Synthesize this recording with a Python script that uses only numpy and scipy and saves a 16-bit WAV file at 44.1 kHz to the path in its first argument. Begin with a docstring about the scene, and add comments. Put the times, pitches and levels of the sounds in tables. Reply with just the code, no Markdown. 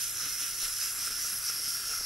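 """On a cloth-covered table in a quiet room, a small clockwork model walks towards the middle.
Gear teeth tick thousands of times a second and excite the resonances of its plastic casing, under a varying load.
Feet excite damped modes of the table top and knock the casing; a foot snaps down and a joint clicks.
Shaped noise and steady sines give the room's rumble and hum and the microphone's hiss."""
import sys
import numpy as np
from scipy import signal
from scipy.fft import next_fast_len
from scipy.io import wavfile

SR = 44100
rng = np.random.default_rng(int(sys.argv[2]) if len(sys.argv) > 2 else 0)


def pcm_store(signal):
    """Save signal as 16-bit PCM."""
    levels = np.round(np.clip(np.atleast_2d(signal), -1, 1) * 32767)
    wavfile.write(sys.argv[1], SR, levels.astype(np.int16).T)


N = 90581

# Load on the gear train, heard in four parts of its sound:
# (time [s], whine level [dB], top level [dB], rattle level [dB], hollow level [dB])
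GEAR_LOAD = [(0.0, -36, -35, -43, -48.5), (0.13, -44, -39.5, -48.5, -51.5), (0.2, -36.5, -36.5, -45, -44),
             (0.39, -39.5, -37.5, -46, -51.5), (0.42, -36, -36, -43, -44), (0.43, -37.5, -36.5, -42.5, -51),
             (0.46, -38, -35.5, -44.5, -48.5), (0.57, -41, -39, -50, -51.5), (0.61, -36, -36, -43.5, -48.5),
             (0.65, -36, -34.5, -41, -47.5), (0.67, -39, -36.5, -47, -47.5),
             (0.76, -38.5, -36.5, -48, -52.5), (0.82, -34.5, -34, -42.5, -44), (0.86, -36, -34.5, -45, -50),
             (0.95, -41, -37.5, -48.5, -48), (1.04, -34, -36, -45.5, -48), (1.08, -37, -34, -45.5, -44.5),
             (1.09, -39, -37, -45, -48), (1.16, -35.5, -38, -48.5, -50), (1.26, -33.5, -34, -45.5, -48.5),
             (1.39, -41.5, -38, -49.5, -49.5), (1.46, -34.5, -35, -48, -48),
             (1.5, -31.5, -35.5, -43.5, -44.5), (1.51, -37.5, -38, -47, -47.5),
             (1.64, -36, -36.5, -48, -49.5), (1.68, -32, -34, -45.5, -49),
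             (1.81, -39.5, -37.5, -49.5, -50.5), (1.92, -34, -35.5, -45, -46.5),
             (2.02, -36, -41, -50.5, -50), (2.04, -36.5, -39, -49, -46), (2.05, -34, -39, -48, -56)]
# Casing resonances, from low to high parts; the highest row of the top is a hiss that swells with the load.
# Pan and diffuse part hold at an off-centre factor of 1:
# (frequency [Hz], width of one filter stage [Hz], relative level [dB], left-right pan [dB], diffuse part [dB])
HOLLOW_MODES = [(468, 190, -16.5, -3, -12), (673, 33, -14, -2, -14), (763, 147, -18, -7, -17),
                (1213, 380, -9, -1, -15), (1383, 216, 0.5, -1, -26), (1395, 60, -4.5, -2, -26),
                (1619, 390, -3, -1.5, -25)]
RATTLE_MODES = [(2032, 410, -1.5, -1, -33), (2108, 36, 1.5, -3.5, -32), (2435, 76, -0.5, 1, -30),
                (2621, 530, -1, 0.5, -38), (2720, 28, 3.5, -3, -40), (3203, 950, -2, -5.5, -43),
                (3932, 510, -1, -8.5, -44), (4433, 180, 0, 8, -30)]
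FLANK_MODES = [(4808, 730, 0, -1, -32)]
WHINE_MODES = [(5260, 460, 1, -5.5, -14), (5270, 60.5, 3, -15, -14), (5460, 62, 1, -3, -6),
               (5587, 120.2, 1.5, -2, -16), (5750, 500, -2.5, 12.5, -16), (5630, 56, 1.5, -14, -14),
               (6113, 510, -4.5, -19, -5), (6614, 810, -10, -15, 1)]
TOP_BANDS = [(7470, 1050, -10.5, -8, 2), (8430, 1100, -10.5, -4, -9), (9210, 920, -7.5, -5, -9),
             (10420, 1560, -8.5, 0.65, -5), (11200, 1080, -1.5, 4.5, -6), (11060, 110, -7.5, 0, -11),
             (11450, 140, -4.5, 2, -4), (12400, 1200, -15, 3, -16), (14000, 1400, -21.5, -2, 11),
             (15650, 680, -12, 0, 2)]
# Position of the model: (time [s], off-centre factor [0 to 1])
OFF_CENTRE_PATH = [(0, 0.84), (1.0, 0.45), (2.05, 0.018)]
# Where the whine is strongest; its departures from the mean are used: (time [s], frequency [Hz])
WHINE_RIDGE_PATH = [(0, 5452), (.16, 5617), (.35, 5457), (.58, 5648), (.67, 5420), (1.4, 5534),
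                    (1.66, 5317), (1.9, 5558), (2.05, 5328)]
# Landings of the feet:
# (time [s], relative thud level [dB], relative casing knock level [dB], table pitch favoured by the spot [Hz])
FOOTFALLS = [(.232, -51, -50, 250), (0.263, -52.5, -45, 288), (0.421, -62, -49, 290), (.628, -56, -52, 620),
             (0.835, -60, -58, 790), (1.025, -59, -51, 790), (1.075, -56, -42, 500),
             (1.106, -53.5, -61, 400), (1.248, -59, -44.5, 500), (1.328, -55, -59, 175),
             (1.497, -53.5, -43.5, 402), (1.679, -53.5, -47, 297), (1.911, -54, -56, 470),
             (1.936, -64, -40, 400)]
# Modes of the table top: (frequency [Hz], relative level [dB], decay time t60 [s])
TABLE_MODES = [(180, -8, 0.048), (208, 1.5, 0.1), (287, 2.5, 0.1), (404, -3, 0.045), (466, 4.5, 0.087),
               (627, 7, 0.05), (760, 14, 0.032)]
# Deep bumps of the table: (time [s], approximate peak level [dB])
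TABLE_SWAYS = [(.63, -51.5), (1.99, -52)]
# Snaps of a joint: (time [s], relative level [dB])
JOINT_SNAPS = [(.2069, -35), (0.416, -25), (.651, -31), (1.256, -23), (1.499, -34), (1.6447, -25)]
# Rumble spectrum: (frequency [Hz], relative level per Hz [dB])
ROOM_SPECTRUM = [(12, -30), (20, 0), (38, 2), (59, -3), (122, -5), (160, -10), (199, -8), (231, -8.5),
                 (283, -0.5), (329, -6.5), (484, -10), (870, -16.5), (1100, -16), (1430, -38), (2420, -120)]
# Left-right likeness of the rumble: (frequency [Hz], likeness [0 to 1])
ROOM_LIKENESS = [(30, .98), (60, 0.96), (141, 0.35), (220, 0.5), (500, 0.68), (1000, 1)]
# Left-right balance of the rumble: (frequency [Hz], left over right [dB])
ROOM_BALANCE = [(60, -0.5), (140, 3.5), (300, -1), (600, -3)]
# Steady hum: (frequency [Hz], rms level [dB])
HUM_TONES = [(31.8, -68.5), (60, -82), (89.6, -68.5), (120, -65.5)]

TICKS_PER_S, TICK_SPREAD_DB, TICK_OWN_DB = 10000, 0.85, 2.5
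CHATTER_DB, CHATTER_HZ = 0.3, 80  # quick unevenness of the mesh
MESH_PER_S, MESH_WANDER, MESH_DB = 338, 0.0603, -0.5  # tooth rate of the fastest wheel
WAVER_DB, WAVER_HZ = 1.43, 6  # each resonance swells and fades on its own
NARROW_WAVER_DB, NARROW_HZ = 2, 110  # extra waver of the sharp resonances
PITCH_WANDER, PITCH_WANDER_HZ = .004, 4  # relative straying of pitch as the casing flexes
RIDGE_FOLLOW = .5  # share of the ridge movement taken by the broadest whine resonances
FLANK_DB, FLANK_OFF_CENTRE_DB = -9, -6  # relative to the whine; the second times the off-centre factor
LEFT_LAG_S = 22e-6  # lag of the left channel at an off-centre factor of 1
KNOCK_HZ, KNOCK_WIDTH_HZ = 1385, 170
SOLE_HZ = 900  # softness of the contact through the cloth
SPOT_DB_PER_OCTAVE = 11.5  # loss of modes away from the favoured pitch
SWAY_HZ, SWAY_T60_S = 30, 0.69
TAP_S, TAP_PEAK_DB, TAP_SOFTNESS_HZ = 2.012, -34, 1300
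SNAP_HZ, SNAP_WIDTH_HZ = 5500, 2200
RUMBLE_RMS_DB, RUMBLE_PATCHY_DB, RUMBLE_PATCHY_HZ = -59, 2.5, 3.8
MIC_HISS_RMS_DB, MIC_HISS_HZ, MIC_HISS_WIDTH_HZ, MIC_HISS_LIKENESS = -52, 14300, 3400, 0.14
CUTOFF_HZ = 15720
LEFT_RIGHT = np.array([[1], [-1]])


def gear_ticks():
    """Random impulse excitation: tooth contacts of uneven size, their strength modulated at the mesh rate."""
    born = rng.random(N) < TICKS_PER_S / SR
    mesh_hz = MESH_PER_S * (1 + MESH_WANDER * drift(24.5))
    mesh = np.cos(2 * np.pi * np.cumsum(mesh_hz) / SR)
    size_db = TICK_SPREAD_DB * np.minimum(rng.exponential(1, N), 5)
    return born * amp(size_db + CHATTER_DB * drift(CHATTER_HZ) + MESH_DB * mesh)


def excited_bands(ticks, bands, level_db, lag_s=0, shift_hz=0):
    """Resonant filtering of impulses: each tick drives every band with its own strength and sign."""
    off_centre, = in_time(OFF_CENTRE_PATH)
    out = 0
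    for hz, width_hz, db, pan_db, diffuse_db in bands:
        sharp = np.exp(-width_hz / NARROW_HZ)
        waver_db = WAVER_DB + NARROW_WAVER_DB * sharp
        signs = rng.choice([-1, 1], (2, N))
        strength_db = TICK_OWN_DB * rng.standard_normal(N) + waver_db * drift(WAVER_HZ)
        ringing = resonate(ticks * signs * amp(strength_db), hz, width_hz)
        stray_hz = PITCH_WANDER * hz * drift(PITCH_WANDER_HZ)
        # sharp resonances barely follow the common shift
        mid, side = shifted(ringing, (1 - sharp) ** 2 * shift_hz + stray_hz)
        # a small delay is approximated by subtracting the slope
        side = amp(diffuse_db) * side - lag_s * SR / 2 * np.gradient(mid)
        panned = mid * amp(pan_db * off_centre / 2 * LEFT_RIGHT)
        out = out + amp(db) * (panned + off_centre * side * LEFT_RIGHT)
    return amp(level_db) * rms_one(out)


def gear_train():
    """Common excitation: the same ticks drive the casing and the load-borne hiss, each part at its load level."""
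    ticks = gear_ticks()
    whine_db, top_db, rattle_db, hollow_db = in_time(GEAR_LOAD)
    off_centre, = in_time(OFF_CENTRE_PATH)
    ridge_hz, = in_time(WHINE_RIDGE_PATH)
    whine_shift_hz = RIDGE_FOLLOW * (ridge_hz - ridge_hz.mean())
    flank_db = whine_db + FLANK_DB + FLANK_OFF_CENTRE_DB * off_centre
    whine = excited_bands(ticks, WHINE_MODES, whine_db, LEFT_LAG_S, whine_shift_hz)
    top = excited_bands(ticks, TOP_BANDS, top_db, LEFT_LAG_S)
    flank = excited_bands(ticks, FLANK_MODES, flank_db, LEFT_LAG_S)
    rattle = excited_bands(ticks, RATTLE_MODES, rattle_db)
    hollow = excited_bands(ticks, HOLLOW_MODES, hollow_db)
    return whine + top + flank + rattle + hollow


def feet():
    """Impact on a damped plate: landings ring table modes through a soft contact and knock the casing."""
    s, thud_db, knock_db, spot_hz = np.transpose(FOOTFALLS)
    chance_db = rng.normal(0, 1, (len(s), len(TABLE_MODES)))
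    thuds = 0
    for k, (hz, db, t60) in enumerate(TABLE_MODES):
        spot_loss_db = SPOT_DB_PER_OCTAVE * abs(np.log2(hz / spot_hz))
        blows = clicks(s, thud_db + db + chance_db[:, k] - spot_loss_db)
        thuds = thuds + ring(blows, hz, t60)
    sways = ring(clicks(*np.transpose(TABLE_SWAYS)), SWAY_HZ, SWAY_T60_S)
    knocks = resonate(clicks(s, knock_db) * SR / KNOCK_WIDTH_HZ, KNOCK_HZ, KNOCK_WIDTH_HZ)
    soft = np.exp(-2 * np.pi * SOLE_HZ / SR)
    softened = signal.lfilter([(1 - soft) ** 2], [1, -2 * soft, soft * soft], thuds + sways)
    return softened + knocks


def tap():
    """Critically damped pulse: one foot snaps down as a single rounded push."""
    age = np.maximum(np.arange(N) / SR - TAP_S, 0) * 2 * np.pi * TAP_SOFTNESS_HZ
    return amp(TAP_PEAK_DB) * np.e * age * np.exp(-age)


def snaps():
    """Impulse response of a broad resonance: a joint snaps over with lone bright clicks."""
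    blows = clicks(*np.transpose(JOINT_SNAPS)) * SR / SNAP_WIDTH_HZ / 2
    return resonate(blows, SNAP_HZ, SNAP_WIDTH_HZ)


def rumble():
    """Band-filtered noise: half-octave bands drift in level, with likeness and balance set by frequency."""
    edges = 18 * 2 ** np.arange(0, 6.6, .5)
    white = rng.standard_normal((2, 2, N + SR))
    out = 0
    for k, (low, high) in enumerate(zip(edges, edges[1:])):
        band = signal.butter(2, [low, high], "band", fs=SR, output="sos")
        mid, side = signal.sosfilt(band, white[k % 2])[:, SR:]
        hz = np.sqrt(low * high)
        level = amp(at_hz(ROOM_SPECTRUM, hz) + RUMBLE_PATCHY_DB * drift(RUMBLE_PATCHY_HZ))
        balance = amp(at_hz(ROOM_BALANCE, hz) / 2 * LEFT_RIGHT)
        out = out + level * spread(mid, side, at_hz(ROOM_LIKENESS, hz)) * balance
    return amp(RUMBLE_RMS_DB) * rms_one(out)


def hum():
    """Superposition of steady sines with random starting phases."""
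    out = 0
    for hz, db in HUM_TONES:
        cycles = hz * np.arange(N) / SR + rng.random()
        out = out + np.sqrt(2) * amp(db) * np.sin(2 * np.pi * cycles)
    return out


def microphone_hiss():
    """Resonantly filtered white noise: microphone hiss, nearly independent in the two channels."""
    mid, side = resonate(rng.standard_normal((2, N)), MIC_HISS_HZ, MIC_HISS_WIDTH_HZ)
    return amp(MIC_HISS_RMS_DB) * rms_one(spread(mid, side, MIC_HISS_LIKENESS))


def amp(db):
    """Decibel law: amplitude ratio of a level."""
    return 10 ** (np.asarray(db) / 20)


def rms_one(x):
    """Normalisation to unit root-mean-square."""
    return x / np.sqrt(np.mean(x ** 2) + 1e-20)


def in_time(rows):
    """Linear interpolation of each column over time."""
    s, *columns = np.transpose(rows)
    return [np.interp(np.arange(N) / SR, s, c) for c in columns]


def at_hz(points, hz):
    """Linear interpolation over logarithmic frequency."""
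    table_hz, values = np.transpose(points)
    return np.interp(np.log(hz), np.log(table_hz), values)


def drift(rate_hz):
    """Low-pass-filtered noise: a slow random course of unit rms."""
    r = np.exp(-2 * np.pi * rate_hz / SR)
    return rms_one(signal.lfilter([1], [1, -2 * r, r * r], rng.standard_normal(N + SR))[SR:])


def resonate(x, hz, width_hz):
    """Second-order resonance applied twice, which leaves little sound between the peaks."""
    r = np.exp(-np.pi * width_hz / SR)
    stage = [(1 - r * r) / 2, 0, (r * r - 1) / 2, 1, -2 * r * np.cos(2 * np.pi * hz / SR), r * r]
    return signal.sosfilt([stage, stage], x)


def ring(blows, hz, t60):
    """Damped free vibration: a unit click starts a decaying sine of height 1."""
    r, w = amp(-60 / (t60 * SR)), 2 * np.pi * hz / SR
    return signal.lfilter([0, np.sin(w)], [1, -2 * r * np.cos(w), r * r], blows + 1e-18)


def clicks(s, db):
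    """Impulse train: one sample per event, over a negligible floor."""
    out = np.full(N, 1e-18)
    out[(np.asarray(s) * SR).astype(int)] = amp(db)
    return out


def shifted(x, shift_hz):
    """Single-sideband modulation: all frequencies move by the same changing amount."""
    analytic = signal.hilbert(x, next_fast_len(N))[..., :N]
    return np.real(analytic * np.exp(2j * np.pi * np.cumsum(shift_hz) / SR))


def spread(mid, side, alike):
    """Partial correlation: sum and difference weights set the likeness of two channels."""
    alike = np.clip(alike, 0, 1)
    return np.sqrt(1 + alike) * mid + np.sqrt(1 - alike) * side * LEFT_RIGHT


def scene():
    """Linear superposition of the gear train, impacts, room and microphone hiss."""
    return gear_train() + feet() + tap() + snaps() + rumble() + hum() + microphone_hiss()


def record(dry):
    """Elliptic low-pass filtering: the highest treble is cut steeply."""
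    return signal.sosfilt(signal.ellip(14, .3, 65, CUTOFF_HZ, fs=SR, output="sos"), dry)


dry = scene()
out = record(dry)
pcm_store(out)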